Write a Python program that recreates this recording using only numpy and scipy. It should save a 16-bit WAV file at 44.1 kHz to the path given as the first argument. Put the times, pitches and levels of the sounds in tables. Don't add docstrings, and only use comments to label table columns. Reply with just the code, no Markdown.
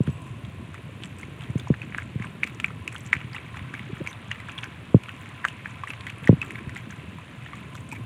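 import sys
import numpy as np
from scipy import signal
from scipy.fft import rfft, irfft, next_fast_len
from scipy.io import wavfile
from scipy.ndimage import uniform_filter1d

SR = 44100
rng = np.random.default_rng(int(sys.argv[2]) if len(sys.argv) > 2 else 0)


def bounce(signal):
    frames = np.transpose(np.atleast_2d(signal))
    limited = np.clip(frames, -1, 1)
    pcm = np.round(limited * 32767).astype(np.int16)
    wavfile.write(sys.argv[1], SR, pcm)


N = 355005

# f/Hz, density/dB
ROOM_COLOUR = [(25, -37), (45, -38), (72, -5.5), (200, -7.5), (420, -17), (680, -13.5), (850, -20),
               (1300, -18.5), (2550, -17), (3650, -24), (4350, -32.5), (5100, -40), (9500, -37.5),
               (16000, -56.5)]
# f/Hz, width of each pass/Hz, rms level before the waver/dB
ROOM_RESONANCES = [(1031, 150, -58.5), (2624, 300, -64), (9490, 390, -76.5)]
# t/s, rumble level/dB
JOSTLE_CURVE = [(0, -40.5), (1.41, -41), (2.82, -41), (3.2, -43.5), (4, -42.5), (4.9, -45), (5.9, -45.5),
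                (6.5, -40.5), (7.4, -44), (7.85, -41), (8.05, -36.5)]
# f/Hz, relative level/dB
LOAD_COLOUR = [(65, -17.5), (85, -3), (115, 4.5), (150, -3.5), (185, -4), (260, -7), (400, -13.5),
               (550, -22.5)]
# t/s, level/dB
CHEWING_CURVE = [(0, -63), (1.2, -50), (2.9, -50.5), (3.25, -45), (4.7, -44), (4.98, -50.5), (5.25, -43.5),
                 (6.6, -45.5), (7.1, -47), (7.62, -44.5), (7.8, -54)]
# t at the height/s, squelch level/dB, saliva fizz level/dB
LICKS = [(.07, -49, -59), (.26, -57, -59.5), (.75, -49, -70), (1.04, -47, -57), (1.19, -51, -57.5),
         (1.42, -42.5, -59), (1.58, -49, -56.5), (1.835, -49, -66), (1.98, -43, -61), (2.23, -42, -63),
         (2.47, -42.5, -59), (2.665, -43.5, -62), (2.93, -45, -53), (3.04, -54, -55), (3.16, -43, -68),
         (3.35, -41, -58), (3.56, -41, -63), (3.75, -41, -67), (3.96, -44.5, -63), (4.08, -50, -57),
         (4.31, -41.5, -64), (4.49, -39.5, -64), (4.65, -43, -62), (5.09, -48, -65), (5.21, -52, -56.5),
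         (5.469, -44, -56), (5.68, -49, -59.5), (5.88, -40, -56), (6.08, -38, -62), (6.24, -40.5, -55),
         (6.45, -45, -55), (6.56, -44, -64), (6.77, -40.5, -57), (6.922, -45.5, -60), (7.46, -49, -65),
         (7.56, -51, -59), (7.75, -50, -55.5), (7.93, -45, -53)]
# f/Hz, relative level/dB
MOUTH_COLOUR = [(800, -11), (1050, -9.5), (1350, -3), (1700, -4.5), (2200, 1), (2800, -5), (3500, -9.5),
                (4500, -50)]
# f/Hz, relative level/dB
FIZZ_COLOUR = [(4500, -41.5), (6200, 5), (7500, 12.5), (8600, 1), (9600, 8.5), (11500, 1), (15000, -0.5)]
# t/s, level/dB, final f/Hz
THUDS = [(0.0041, -7.5, 110), (0.076, -12.5, 112), (0.089, -14.5, 100), (1.497, -19, 99),
         (1.5551, -11, 113), (1.7019, -4.5, 125), (2.1556, -16, 102), (2.199, -19, 119), (3.1628, -21, 101),
         (3.2428, -23.5, 104), (3.6123, -25, 86.5), (3.928, -19.5, 122), (4.0128, -19, 114),
         (4.9443, 1.5, 110.5), (6.2922, 2.5, 108), (6.3273, -6, 119), (6.67, -20, 94)]
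# f/Hz, width/Hz, gain/dB
BOWL_BODY = [(288, 350, -3.5), (470, 98, 2), (750, 620, -12), (1050, 220, 21)]
# t/s, peak level/dB, f/Hz
TICKS = [(1.0559, -39, 7900), (1.1848, -39, 8200), (1.5804, -39, 6600), (1.683, -40.5, 6560),
         (1.9789, -37, 7850), (2.2503, -42, 8300), (2.6592, -40, 7300), (2.981, -35.5, 9700),
         (3.0061, -38, 7650), (3.063, -35.5, 7440), (4.314, -32, 6700), (4.517, -41, 6800),
         (5.7075, -44, 6600), (6.7738, -41, 7100), (6.9072, -37, 6470), (7.766, -42, 7500),
         (7.9237, -38, 8050)]
# t/s, pop peak level/dB, pocket f/Hz,
# decay/cycles (held to at least 0.5), film snap peak level/dB
SMACKS = [(0.0735, -29.5, 1470, 1.4, -49), (0.45, -36.5, 3360, 1.8, -49), (0.7433, -32, 1400, 1.3, -40.5),
          (1.0358, -23, 3100, .82, -38), (1.2311, -29, 2140, 5.8, -47), (1.4082, -29, 2700, 1.4, -50),
          (1.597, -32, 3520, 7.3, -36), (1.6721, -29.5, 980, 1.8, -53), (1.7401, -24, 1840, 1.2, -62),
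          (1.817, -26, 2510, 6.4, -45), (1.9235, -29, 1870, 1.1, -60), (1.9473, -14.5, 1810, 0.43, -57),
          (1.9833, -16.5, 1610, 2.1, -50), (2.0211, -28, 2140, 2.8, -50), (2.2224, -24.5, 2000, 2, -55),
          (2.244, -28, 1500, .9, -54), (2.4332, -7, 2270, 1.8, -34), (2.4404, -21, 2120, 2.6, -33.5),
          (2.4732, -25, 2400, .78, -37.5), (2.5999, -18, 2650, 0.85, -33), (2.6439, -8, 2360, 2.2, -39),
          (2.8772, -17.5, 2500, 3.2, -25.5), (2.954, -24, 1500, 0.55, -49), (2.9623, -26, 2970, 1.6, -44),
          (3.1303, -1.5, 2020, 1.3, -32), (3.137, -16, 2170, 2.5, -35), (3.1517, -21, 2120, 1.1, -43),
          (3.166, -22, 2320, 1, -47), (3.214, -23.5, 1930, .43, -60), (3.3321, -33.5, 4600, 1.5, -48),
          (3.3464, -24.5, 2030, 3.6, -41), (3.3634, -23, 2700, 3.4, -53), (3.382, -27, 2210, 2, -53),
          (3.5698, -26.5, 1980, 0.8, -51), (3.7393, -24, 1630, 3, -41.5), (3.7935, -26, 2020, 1.8, -51),
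          (4.0642, -25, 2130, 2, -42), (4.073, -18.5, 2300, 2.8, -30), (4.1292, -33, 3630, 4, -42),
          (4.3136, -18, 1910, 3.5, -44), (4.3156, -21, 2820, 6, -47), (4.401, -32, 2020, 7.6, -42),
          (4.4894, -30, 1500, 1.4, -56), (4.4944, -30.5, 2550, 3, -55), (4.5795, -25, 3360, 9.3, -42),
          (4.5863, -23, 3000, 1.2, -44), (4.6338, -18.5, 2300, 0.54, -52), (4.641, -25.5, 1580, 2.1, -34),
          (5.0354, -30.5, 2740, .85, -40), (5.0851, -29, 1430, 3.2, -48), (5.0923, -24.5, 2740, 1.3, -53),
          (5.2587, -30, 2120, 1, -47), (5.4433, -16.5, 1730, 1.3, -48), (5.4504, -5.5, 1590, 0.81, -28.5),
          (5.484, -24, 2820, 4, -32.5), (5.658, -20, 1710, 1.2, -58), (5.8352, -21.5, 1110, 4.8, -47),
          (5.8733, -25.5, 1900, 3.1, -49), (5.9033, -24, 2660, 4.3, -37), (5.9354, -21, 2260, .46, -48),
          (6.0084, -28.5, 3400, .69, -40), (6.067, -25.5, 2020, 3.6, -36), (6.0714, -27, 1680, 1.6, -56),
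          (6.1, -25, 2370, 1, -39), (6.2738, -13, 1910, 2.9, -30.5), (6.283, -19.5, 2000, .58, -47),
          (6.4155, -19, 2600, 9.9, -36), (6.4264, -22, 2240, 1.3, -47), (6.5067, -21.5, 2180, 0.96, -38),
          (6.5559, -24.5, 2100, 2.5, -51), (6.6937, -31, 1950, 4, -39), (6.7654, -25.5, 2040, 5, -40),
          (7.185, -33, 1010, 2.4, -63), (7.462, -30, 1840, 3.6, -58), (7.532, -31, 1144, 5.6, -59),
          (7.7525, -34, 1310, 1.1, -37), (7.916, -33, 2500, 4.7, -39.5)]
# t/s, level before the soft attack/dB, f/Hz, t60/s
TING = [(.105, -55.5, 7806, .3)]
# t/s, peak level/dB, f/Hz, length/s
SUCKS = [(3.891, -31, 355, 0.018), (4.002, -27.5, 346, .016), (4.004, -34.5, 532, 0.019),
         (4.076, -47, 6150, .045), (4.082, -42, 2120, .04), (7.911, -29, 2400, .03),
         (7.925, -32, 940, 0.011), (7.946, -38, 2320, 0.035)]

ROOM_DB, CUTOFF_HZ = -49, 15900
CHEW_FIZZ_DB = -65.5
LICK_RISE_S, LICK_RELEASE_S = 0.017, 0.04
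FIZZ_RISE_S, FIZZ_RELEASE_S = 0.014, 0.046

REBOUND_ABOVE_DB, REBOUND_LOSS_DB, REBOUND_HZ = -7, 11.5, 104
REBOUND_S, REBOUND_S_PER_DB = 0.0148, 0.00063

THREAD_OVER_DB, THREAD_SCATTER_DB, THREAD_SPREAD_S = 12.5, 2.5, 0.04
THREAD_HZ, THREAD_OCTAVES = 7900, 0.2

POP_OVER_DB, POP_SCATTER_DB, POP_SNAP_DB = 8, 2, -20.5
POP_LAG_S, POP_SPREAD_S = 0.01, 0.021
POP_HZ, POP_OCTAVES, POP_CYCLES = 2164, 0.35, 1.7


def from_db(db):
    return 10 ** (np.asarray(db) / 20)


def rms_one(x):
    return x / np.sqrt(np.mean(x ** 2) + 1e-20)


def level_curve(rows):
    s, db = np.transpose(rows)
    return np.interp(np.arange(N) / SR, s, db)


def at_hz(points, hz):
    points = np.array(points)
    return np.interp(np.log(np.maximum(hz, 1)), np.log(points[:, 0]), points[:, 1])


def add(out, s, sound):
    i = int(np.clip(round(s * SR), 0, N))
    out[i:i + len(sound)] += sound[:N - i]


def band(x, low_hz, high_hz, order=2):
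    sos = signal.butter(order, [low_hz, high_hz], "band", fs=SR, output="sos")
    return signal.sosfilt(sos, x)


def resonate(x, hz, width_hz):
    r = np.exp(-np.pi * width_hz / SR)
    feed = np.array([1, 0, -1]) * (1 - r * r) / 2
    feedback = [1, -2 * r * np.cos(2 * np.pi * hz / SR), r * r]
    return signal.lfilter(feed, feedback, x + 1e-18)


def resonate_twice(x, hz, width_hz):
    return resonate(resonate(x, hz, width_hz), hz, width_hz)


def drift(rate):
    knots = rng.standard_normal(N // 50)
    return rms_one(np.interp(np.arange(N) / SR * rate, np.arange(len(knots)), knots))


def swell(t, rise, decay):
    shape = (1 - np.exp(-(t / rise) ** 2)) * np.exp(-t / decay)
    return shape / shape.max()


def grains(colour, per_s, spread_db, sharpness, evenness, count=22):
    sizes = from_db(spread_db * np.minimum(rng.exponential(1, N), 4)) * rng.choice([-1, 1], N)
    clicks = sizes * (rng.random(N) < per_s / SR)
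    pitch_index = rng.integers(0, count, N)
    out = np.zeros(N)
    for k, hz in enumerate(np.geomspace(colour[0][0], colour[-1][0], count)):
        ring = resonate_twice(clicks * (pitch_index == k), hz, hz / sharpness)
        out += from_db(at_hz(colour, hz)) * rms_one(ring)
    local_power = uniform_filter1d(rms_one(out) ** 2, size=1500)
    return rms_one(out / (np.abs(local_power) + 1e-3) ** (evenness / 2))


def room(waver_db=3.0):
    size = next_fast_len(N)
    hz = np.arange(size // 2 + 1) * SR / size
    spectrum = rfft(rng.standard_normal(size)) * from_db(at_hz(ROOM_COLOUR, hz))
    air = rms_one(irfft(spectrum, size)[:N])
    drone = np.zeros(N)
    for f, width_hz, db in ROOM_RESONANCES:
        drone += from_db(db) * rms_one(resonate_twice(rng.standard_normal(N), f, width_hz))
    return from_db(ROOM_DB) * air + drone * from_db(waver_db * drift(9.8))


def jostling(trim_db=1.5):
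    nudges = grains(LOAD_COLOUR, per_s=330, spread_db=3.0, sharpness=2.67, evenness=0.3, count=12)
    return from_db(level_curve(JOSTLE_CURVE) + trim_db) * nudges


def strokes(rows, rise, release):
    t = np.arange(0, N, 40) / SR
    power = np.zeros(len(t))
    for s, db in rows:
        envelope = np.exp(-np.maximum((s - t) / rise, (t - s) / release))
        power += (from_db(db) * envelope) ** 2
    return np.interp(np.arange(N) / SR, t, power)


def licking(squelch_trim_db=-5.0, fizz_trim_db=-5.0):
    squelch_rows = [(s, db) for s, db, _ in LICKS]
    fizz_rows = [(s, db) for s, _, db in LICKS]
    chew_power = from_db(level_curve(CHEWING_CURVE)) ** 2
    squelch_power = chew_power + strokes(squelch_rows, LICK_RISE_S, LICK_RELEASE_S)
    fizz_power = from_db(CHEW_FIZZ_DB) ** 2 + strokes(fizz_rows, FIZZ_RISE_S, FIZZ_RELEASE_S)
    bubbles = grains(MOUTH_COLOUR, per_s=1200, spread_db=2.0, sharpness=4.5, evenness=0.18)
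    spray = grains(FIZZ_COLOUR, per_s=1400, spread_db=5.0, sharpness=5.0, evenness=1.0)
    squelch = from_db(squelch_trim_db) * np.sqrt(squelch_power) * bubbles
    fizz = from_db(fizz_trim_db) * np.sqrt(fizz_power) * spray
    return squelch + fizz


def knocks():
    rebounds = [(s + REBOUND_S + REBOUND_S_PER_DB * db, db - REBOUND_LOSS_DB, REBOUND_HZ)
                for s, db, _ in THUDS if db > REBOUND_ABOVE_DB]
    return THUDS + rebounds


def thuds(start_hz=670, settle=0.0027, rise=0.0023, length=0.013, body_hz=112,
          hardening=0.011, softening=0.03):
    out, t = np.zeros(N), np.arange(SR // 15) / SR
    for s, db, hz in knocks():
        first_hz = start_hz * np.exp(hardening * db)
        contact = rise * np.exp(-softening * db)
        turns = hz * t + (first_hz - hz) * settle * (1 - np.exp(-t / settle))
        attack = 1 - np.exp(-(t / contact) ** 2)
        fade = np.exp(-(t * hz / body_hz / length) ** 2)
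        add(out, s, -from_db(db) * attack * fade * np.sin(2 * np.pi * turns))
    for hz, width_hz, db in BOWL_BODY:
        out = out + (from_db(db) - 1) * resonate(out, hz, width_hz)
    return out


def lesser_threads(count=2):
    rows = []
    for (s, _, fizz_db), draws in zip(LICKS, rng.standard_normal((len(LICKS), count, 3))):
        for when, strength, pitch in np.clip(draws, -2, 2):
            db = fizz_db + THREAD_OVER_DB + THREAD_SCATTER_DB * strength
            hz = THREAD_HZ * 2 ** (THREAD_OCTAVES * pitch)
            rows.append((s + THREAD_SPREAD_S * when, db, hz))
    return rows


def ticks(threads, rise=0.00017, decay=0.0019, width_hz=1300):
    out, t = np.zeros(N), np.arange(SR // 100) / SR
    for s, db, hz in threads:
        burst = rng.standard_normal(len(t)) * swell(t, rise, decay)
        snap = band(resonate(burst, hz, width_hz), 3900, 9200)
        add(out, s, from_db(db) * snap / np.abs(snap).max())
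    return out


def lesser_pops(count=3):
    rows = []
    for (s, squelch_db, _), draws in zip(LICKS, rng.standard_normal((len(LICKS), count, 4))):
        for when, strength, pitch, damping in np.clip(draws, -2, 2):
            start = s + POP_LAG_S + POP_SPREAD_S * when
            db = squelch_db + POP_OVER_DB + POP_SCATTER_DB * strength
            hz = POP_HZ * 2 ** (POP_OCTAVES * pitch)
            cycles = POP_CYCLES * 2 ** (damping / 2)
            rows.append((start, db, hz, cycles, db + POP_SNAP_DB))
    return rows


def smacks(pops, rise=0.00081, glide=0.0039, snap_rise=0.00055, snap_decay=0.0018):
    out, t = np.zeros(N), np.arange(SR // 50) / SR
    for s, db, hz, cycles, film_db in pops:
        decay = max(cycles, 0.5) / hz
        turns = np.cumsum(hz * (1 + glide * np.tanh(t / decay - 1))) / SR
        pop = swell(t, rise, decay) * np.sin(2 * np.pi * turns)
        burst = rng.standard_normal(len(t)) * swell(t, snap_rise, snap_decay)
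        snap = band(burst, 2260, 9300, order=3)
        add(out, s, from_db(db) * pop + from_db(film_db) * snap / np.abs(snap).max())
    return out


def froth(pops, reach=0.0033, lag=0.0021, share=0.56, bubbles_db=-24.0, spray_db=-49.0):
    t = np.arange(SR // 15) / SR
    middle = t.mean()
    hump = np.exp(-np.abs(t - middle) / reach)
    power = np.zeros(N)
    for s, db, *_ in pops:
        add(power, s + lag - middle, (from_db(share * db) * hump) ** 2)
    bubbles = grains(MOUTH_COLOUR, per_s=1700, spread_db=3.5, sharpness=4.9, evenness=1.0)
    spray = grains(FIZZ_COLOUR, per_s=1000, spread_db=4.0, sharpness=9.7, evenness=0.5)
    return np.sqrt(power) * (from_db(bubbles_db) * bubbles + from_db(spray_db) * spray)


def ting():
    out, t = np.zeros(N), np.arange(SR // 2) / SR
    for s, db, hz, t60 in TING:
        envelope = from_db(db - 60 * t / t60) * (1 - np.exp(-t / 0.0063))
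        add(out, s, envelope * np.sin(2 * np.pi * hz * t))
    return out


def sucks(sharpness=10.4):
    out = np.zeros(N)
    for s, db, hz, length in SUCKS:
        size = int(length * SR)
        ring = resonate_twice(rng.standard_normal(SR // 5), hz, hz / sharpness)
        ring = ring[-size:] * np.hanning(size) ** 0.5
        add(out, s, from_db(db) * ring / np.abs(ring).max())
    return out


def bowl(x, tail_db=-15.0, tail_t60=0.049, build=0.0042):
    t = np.arange(SR // 4) / SR
    scatter = band(rng.standard_normal(len(t)), 610, 12700, order=1)
    tail = scatter * from_db(-60 * t / tail_t60) * (1 - np.exp(-t / build))
    response = from_db(tail_db) * tail / np.sqrt(np.sum(tail ** 2))
    response[0] = 1
    return signal.fftconvolve(x, response)[:N]


def scene():
    pops = SMACKS + lesser_pops()
    threads = TICKS + lesser_threads()
    mouth = licking() + ticks(threads) + smacks(pops) + froth(pops) + sucks()
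    mix = room() + jostling() + thuds() + ting() + bowl(mouth)
    return mix[None]


def record(dry):
    thin = signal.sosfilt(signal.butter(1, 18, "high", fs=SR, output="sos"), dry)
    rounded = thin / (1 + (thin / 1.05) ** 8) ** (1 / 8)
    top_cut = signal.ellip(10, 0.1, 80, CUTOFF_HZ, fs=SR, output="sos")
    return signal.sosfilt(top_cut, rounded)


dry = scene()
out = record(dry)
bounce(out)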